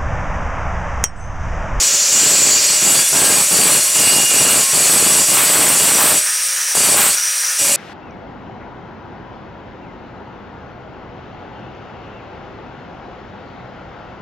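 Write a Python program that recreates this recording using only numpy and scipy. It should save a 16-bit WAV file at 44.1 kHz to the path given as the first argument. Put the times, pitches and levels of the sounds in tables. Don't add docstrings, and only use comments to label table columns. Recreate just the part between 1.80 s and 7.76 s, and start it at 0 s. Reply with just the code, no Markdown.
import sys
import numpy as np
from scipy import signal
from scipy.fft import rfft, irfft
from scipy.io import wavfile
from scipy.ndimage import uniform_filter1d

SR = 44100
rng = np.random.default_rng(int(sys.argv[2]) if len(sys.argv) > 2 else 0)


def file_out(sig):
    cols = np.atleast_2d(sig).T
    lim = np.clip(cols, -1, 1)
    pcm = np.round(lim * 32767).astype(np.int16)
    wavfile.write(sys.argv[1], SR, pcm)


N = 262836
TIME = np.arange(N) / SR


def abrasion(spindle, rasp_db, hiss_db, sizzle_db, runout=0.12):
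    # frequency_hz, density_db
    rasp_spectrum = [(150, -24), (400, -6), (800, -5.5), (1600, -1.5), (2600, 3.5), (3800, 0.5), (4800, 1),
                     (6200, -2), (8000, -1.5), (16000, -41)]
    grit_spectrum = [(3000, -23), (6000, -14), (8000, 4.5), (9700, 5), (11500, -3.5), (12900, -14.5),
                     (16000, -21)]
    sizzle_spectrum = [(200, -21.5), (700, 1.5), (1600, 5), (4000, -10), (9000, -14), (11800, 9),
                       (13000, 3.5), (14300, 8), (16000, -2)]
    bite = (1 + runout * np.cos(spindle)) * from_db(drift(40))
    rasp = rms_one(colour(impacts(per_s=5000, spread_db=2) * bite, rasp_spectrum))
    hiss = rms_one(colour(impacts(per_s=16000, spread_db=4) * bite, grit_spectrum))
    sizzle = rms_one(colour(impacts(per_s=5300, spread_db=10) * bite, sizzle_spectrum))
    return from_db(rasp_db) * rasp + from_db(hiss_db) * hiss + from_db(sizzle_db) * sizzle


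def skid(level_db):
    # frequency_hz, density_db
    skid_spectrum = [(2500, -22.5), (4000, -10), (4600, -8), (5200, -3.5), (5650, 1.5), (6500, -2),
                     (7500, -3), (9000, -28)]
    return from_db(level_db) * rms_one(colour(impacts(per_s=25000, spread_db=0), skid_spectrum))


def squeal(level_db, centre_hz, direct_db=-9):
    # frequency_hz, bandwidth_hz, gain_db
    disc_modes = [(6900, 200, -0.5), (7280, 76, 1), (7900, 240, -3.5), (8330, 200, -6), (8760, 160, 2.5)]
    pitch_hz = centre_hz + 360 * drift(110) + 440 * drift(900)
    slips = np.sin(2 * np.pi * np.cumsum(pitch_hz) / SR)
    ringing = sum(from_db(db) * resonance(slips, hz, width) for hz, width, db in disc_modes)
    vibration = from_db(direct_db) * slips + ringing
    envelope = np.sqrt(np.abs(uniform_filter1d(vibration ** 2, size=300)) + 1e-9)
    return from_db(level_db) * vibration / envelope


def tube_ring(force, width_hz=17, swell_db=3, trim_db=-2.5):
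    # frequency_hz, gain_db
    tube_modes = [(1070, 4.5), (1632, -2), (2433, 8.5), (2611, 3.5), (2847, 9.5), (3445, 6.5), (4285, 11.5),
                  (4320, 9.5), (4610, 11.5), (4700, 13), (4980, 3), (5766, 3), (6379, 5.5), (6756, 12.5),
                  (7210, 6), (7272, 11), (7880, 13.5), (8010, -1), (8339, -15), (8500, -3), (8656, 9),
                  (9695, 2), (10363, 12.5), (11063, 6), (11350, 13), (11697, 8), (12317, 14), (13838, 7),
                  (14135, 9), (14610, 3)]
    return sum(from_db(db + trim_db) * resonance(force * from_db(swell_db * drift(5.6)), hz, width_hz)
               for hz, db in tube_modes)


def tube_singing():
    # middle_s, length_s, pitch_hz, level_db
    notes = [(0.876, 0.15, 4310, -25), (1.21, 0.1, 1635, -30.5), (1.244, 0.078, 3445, -32),
             (1.44, 0.15, 1610, -27), (1.549, .08, 4610, -25.5), (2.099, 0.11, 1077, -37),
             (2.301, 0.23, 4970, -27.5), (2.38, 0.46, 2841, -24), (2.48, 0.11, 2430, -25.5),
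             (2.696, 0.12, 2840, -22), (2.86, 0.18, 1078, -30.5), (3.1, 0.73, 2850, -39.5),
             (5.077, .16, 4620, -28), (5.92, .16, 562.4, -30.5)]
    flutter = from_db(2 * drift(22))
    waver_rad = drift(12) / 2
    sound = np.zeros(N)
    for middle_s, length_s, hz, db in notes:
        near = np.abs(TIME - middle_s) < length_s
        swell = np.exp(-(2 * (TIME[near] - middle_s) / length_s) ** 4)
        tone = np.sin(2 * np.pi * hz * TIME[near] + waver_rad[near])
        sound[near] += from_db(db) * swell * flutter[near] * tone
    return sound


def tube_drone(force, width_hz=9):
    # frequency_hz, relative_db
    bending_modes = [(565, 0), (607, -1)]
    shake = rng.standard_normal(N) * force
    bending = sum(from_db(db) * resonance(shake, hz, width_hz) for hz, db in bending_modes)
    return rms_one(bending) * np.std(shake)


def knocking(level_db):
    # frequency_hz, density_db
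    knock_spectrum = [(30, -26), (60, -14.5), (100, -2.5), (160, 2.5), (300, 2.5), (550, 0.5), (900, -3.5),
                      (1600, -9), (4000, -42)]
    return from_db(level_db) * rms_one(colour(impacts(per_s=430, spread_db=5), knock_spectrum))


def clatter(level_db, hz=880, width_hz=900):
    blows = resonance(impacts(per_s=900, spread_db=6), hz, width_hz)
    return from_db(level_db) * rms_one(resonance(blows, hz, 2 * width_hz))


def bumps(thud_hz=420):
    # time_s, peak_db
    landings = [(.148, -22), (.341, -21), (.38, -19), (1.024, -18), (1.073, -19), (1.092, -17),
                (1.333, -20), (1.342, -14), (1.354, -14), (1.426, -11), (4.952, -8), (4.971, -9),
                (4.978, -17)]
    swing = resonance(signal.unit_impulse(SR // 20), thud_hz, width_hz=620)
    swing = resonance(swing, thud_hz, width_hz=1650)
    clicks = np.zeros(N)
    for time_s, db in landings:
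        clicks[round(time_s * SR)] = from_db(db)
    return signal.fftconvolve(clicks, swing / np.abs(swing).max())[:N]


def motor(spindle, level_db, throb=0.071, case_db=15, whine_db=-31):
    # frequency_hz, bandwidth_hz, gain_db
    case_modes = [(1690, 510, -12.5), (5794, 210, 1), (8690, 640, -3.5), (10400, 560, -39.5),
                  (11380, 230, -35)]
    # frequency_hz, density_db
    fan_spectrum = [(40, -35), (150, -30), (400, -34), (800, -13.5), (1400, -3.5), (2400, 3), (3800, -0.5),
                    (6500, 6), (8200, 4), (10500, 3), (12500, -6.5), (16000, -7)]
    # spindle_multiple, relative_db
    partials = [(2, -23), (3, -2), (4, -10), (5.5, -1), (7, 3), (8, 1), (9.5, 8), (10.5, -0.5)]
    pulsing = 1 + throb * np.cos(spindle)
    teeth = rms_one(impacts(per_s=7000, spread_db=3)) * pulsing
    case = sum(from_db(db) * resonance(teeth, hz, width) * from_db(2.65 * drift(11.4))
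               for hz, width, db in case_modes)
    fan = colour(rng.standard_normal(N) * pulsing, fan_spectrum)
    whine = sum(from_db(db + 1.2 * drift(8)) * np.sqrt(2) * np.sin(multiple * spindle)
                for multiple, db in partials)
    hiss = rms_one(fan + from_db(case_db) * case)
    return from_db(level_db) * (hiss + from_db(whine_db) * whine)


def room(x, t60_s=0.3, wet_db=-6):
    t = TIME[:SR // 2]
    tail = rng.standard_normal(len(t)) * from_db(-60 * t / t60_s) * (t > .004)
    tail = signal.sosfilt(signal.butter(1, 700, "high", fs=SR, output="sos"), tail)
    return x + from_db(wet_db) * signal.fftconvolve(x, tail / np.linalg.norm(tail))[:N]


def hand_pressure(resting_db=-16, mid_stroke_db=2, press_s=.03, release_s=.0701):
    # start_s, end_s, pressure_db
    strokes = [(0, .06, -9), (.135, .15, -8.5), (.33, .76, -2), (.78, 1.0, -9.5), (1.02, 1.2, -0.5),
               (1.335, 1.61, 1), (1.72, 1.97, 1), (2.16, 2.43, 0), (2.51, 2.81, .5), (2.94, 3.42, 0),
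               (3.48, 3.97, -1), (4.0, 4.35, -0.5), (4.96, 5.28, -1), (5.8, 5.96, -7.5)]
    force, arch = np.full(N, from_db(resting_db)), np.zeros(N)
    for start, end, db in strokes:
        swell = np.sin(np.pi * np.clip((TIME - start) / (end - start), 0, 1))
        push = held(start, end, press_s, release_s) ** 2 * from_db(db + mid_stroke_db * swell)
        force = np.maximum(force, push)
        arch += swell
    return 20 * np.log10(force), arch


def cut_depth(dig_s=.05):
    # start_s, end_s, relative_depth
    cuts = [(1.869, 1.89, 0.24), (2.7, 2.73, 0.34), (3.56, 3.62, 1.0), (3.699, 3.92, 0.71),
            (4.041, 4.12, .5), (4.2, 4.31, 1.05), (5.055, 5.065, .35), (5.191, 5.26, 1.2)]
    return np.max([depth * held(start, end, dig_s, dig_s) for start, end, depth in cuts], axis=0)


def in_contact(lift_s=0.021):
    # start_s, end_s
    spells = [(0, 4.39), (4.957, 5.345), (5.794, 5.96)]
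    return sum(held(start, end, lift_s, lift_s) for start, end in spells)


def impacts(per_s, spread_db):
    sizes = from_db(spread_db * np.clip(rng.standard_normal(N), -2, 2)) * rng.choice([-1, 1], N)
    return sizes * (rng.random(N) < per_s / SR)


def resonance(x, hz, width_hz):
    radius = np.exp(-np.pi * width_hz / SR)
    feedback = [1, -2 * radius * np.cos(2 * np.pi * hz / SR), radius ** 2]
    return signal.lfilter(np.array([1, 0, -1]) * (1 - radius ** 2) / 2, feedback, x)


def colour(x, spectrum, size=4096):
    hz, db = np.transpose(spectrum)
    bins_hz = np.maximum(np.fft.rfftfreq(size, 1 / SR), 1)
    gain = from_db(np.interp(np.log(bins_hz), np.log(hz), db))
    cepstrum = irfft(np.log(gain))[:size // 2]
    cepstrum[1:] *= 2
    response = irfft(np.exp(rfft(cepstrum, size)))
    return signal.fftconvolve(x, response)[:N]


def drift(rate_hz, step=8):
    pole = np.exp(-2 * np.pi * rate_hz * step / SR)
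    noise = rng.standard_normal((N + SR) // step + 2)
    slow = signal.lfilter([1], [1, -2 * pole, pole ** 2], noise)[SR // step:]
    return np.repeat(rms_one(slow), step)[:N]


def held(start, end, attack_s, release_s):
    return np.interp(TIME, [start - attack_s, start, end, end + release_s], [0, 1, 1, 0])


def eased(x, window_s):
    return uniform_filter1d(x, int(window_s * SR))


def from_db(db):
    return 10 ** (np.asarray(db) / 20)


def rms_one(x):
    return x / np.sqrt(np.mean(x ** 2) + 1e-20)


def scene(free_turns_per_s=180, sag_turns_per_s=3.5, motor_in_pauses_db=-19.5, motor_ducked_db=-24):
    # time_s, flatness
    tilt = [(0, 1.0), (.3, 1.0), (.5, .75), (.8, .9), (1.0, 0.54), (1.15, 0.13), (1.9, 0.01), (2.35, 0.12),
            (3.5, 0.01), (5.96, 0.09)]
    flat = np.interp(TIME, *np.transpose(tilt))
    pressure_db, arch = hand_pressure()
    depth, touching = cut_depth(), in_contact()

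    def level(base_db, per_pressure_db, flat_db, cut_db):
        return base_db + per_pressure_db * pressure_db + flat_db * flat + cut_db * depth

    rasp_db = level(-23.5, 0.31, flat_db=1, cut_db=3)
    hiss_db = level(-18.5, 0.14, flat_db=-13, cut_db=0.05)
    sizzle_db = level(-29, 0.25, flat_db=-3, cut_db=10.5)
    skid_db = level(-27, 0, flat_db=7.5, cut_db=-12)
    squeal_db = level(-19.5, 0.4, flat_db=4, cut_db=1.3)
    ring_db = level(0.3, 0.1, flat_db=-0.5, cut_db=-18)
    drone_db = level(-38.5, 0.1, flat_db=0.5, cut_db=2)
    knock_db = level(-27.5, 1, flat_db=-0.7, cut_db=1)
    clatter_db = level(-34, 1.6, flat_db=-14, cut_db=9.5)

    turns_per_s = free_turns_per_s - sag_turns_per_s * eased(touching * from_db(pressure_db), window_s=.15)
    spindle = 2 * np.pi * np.cumsum(turns_per_s * (1 + 0.00299 * drift(15.8))) / SR
    ducking = eased(touching, window_s=.052)
    machine = motor(spindle, motor_in_pauses_db + (motor_ducked_db - motor_in_pauses_db) * ducking)
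    scrape = touching * (abrasion(spindle, rasp_db, hiss_db, sizzle_db) + skid(skid_db))
    squeal_hz = 7650 + 360 * arch - 480 * flat + 170 * depth
    screech = touching * squeal(squeal_db, squeal_hz)
    settled = np.interp(TIME - .016, TIME, touching)
    blows = touching * settled * (knocking(knock_db) + clatter(clatter_db)) + bumps()
    tube_force = (scrape + from_db(-7) * screech) * from_db(ring_db)
    steel = tube_ring(tube_force) + tube_drone(touching * from_db(drone_db)) + tube_singing()
    return np.tile(room(machine + scrape + screech + blows + steel), (2, 1))


def record(dry, input_db=1.19, ceiling=.47, low_cut_hz=55, high_cut_hz=15800):
    loud = dry * from_db(input_db)
    rounded = loud / (1 + (loud / ceiling) ** 6) ** (1 / 6)
    thinned = signal.sosfilt(signal.butter(2, low_cut_hz, "high", fs=SR, output="sos"), rounded)
    return signal.sosfilt(signal.ellip(12, .1, 90, high_cut_hz, fs=SR, output="sos"), thinned)


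dry = scene()
out = record(dry)
file_out(out)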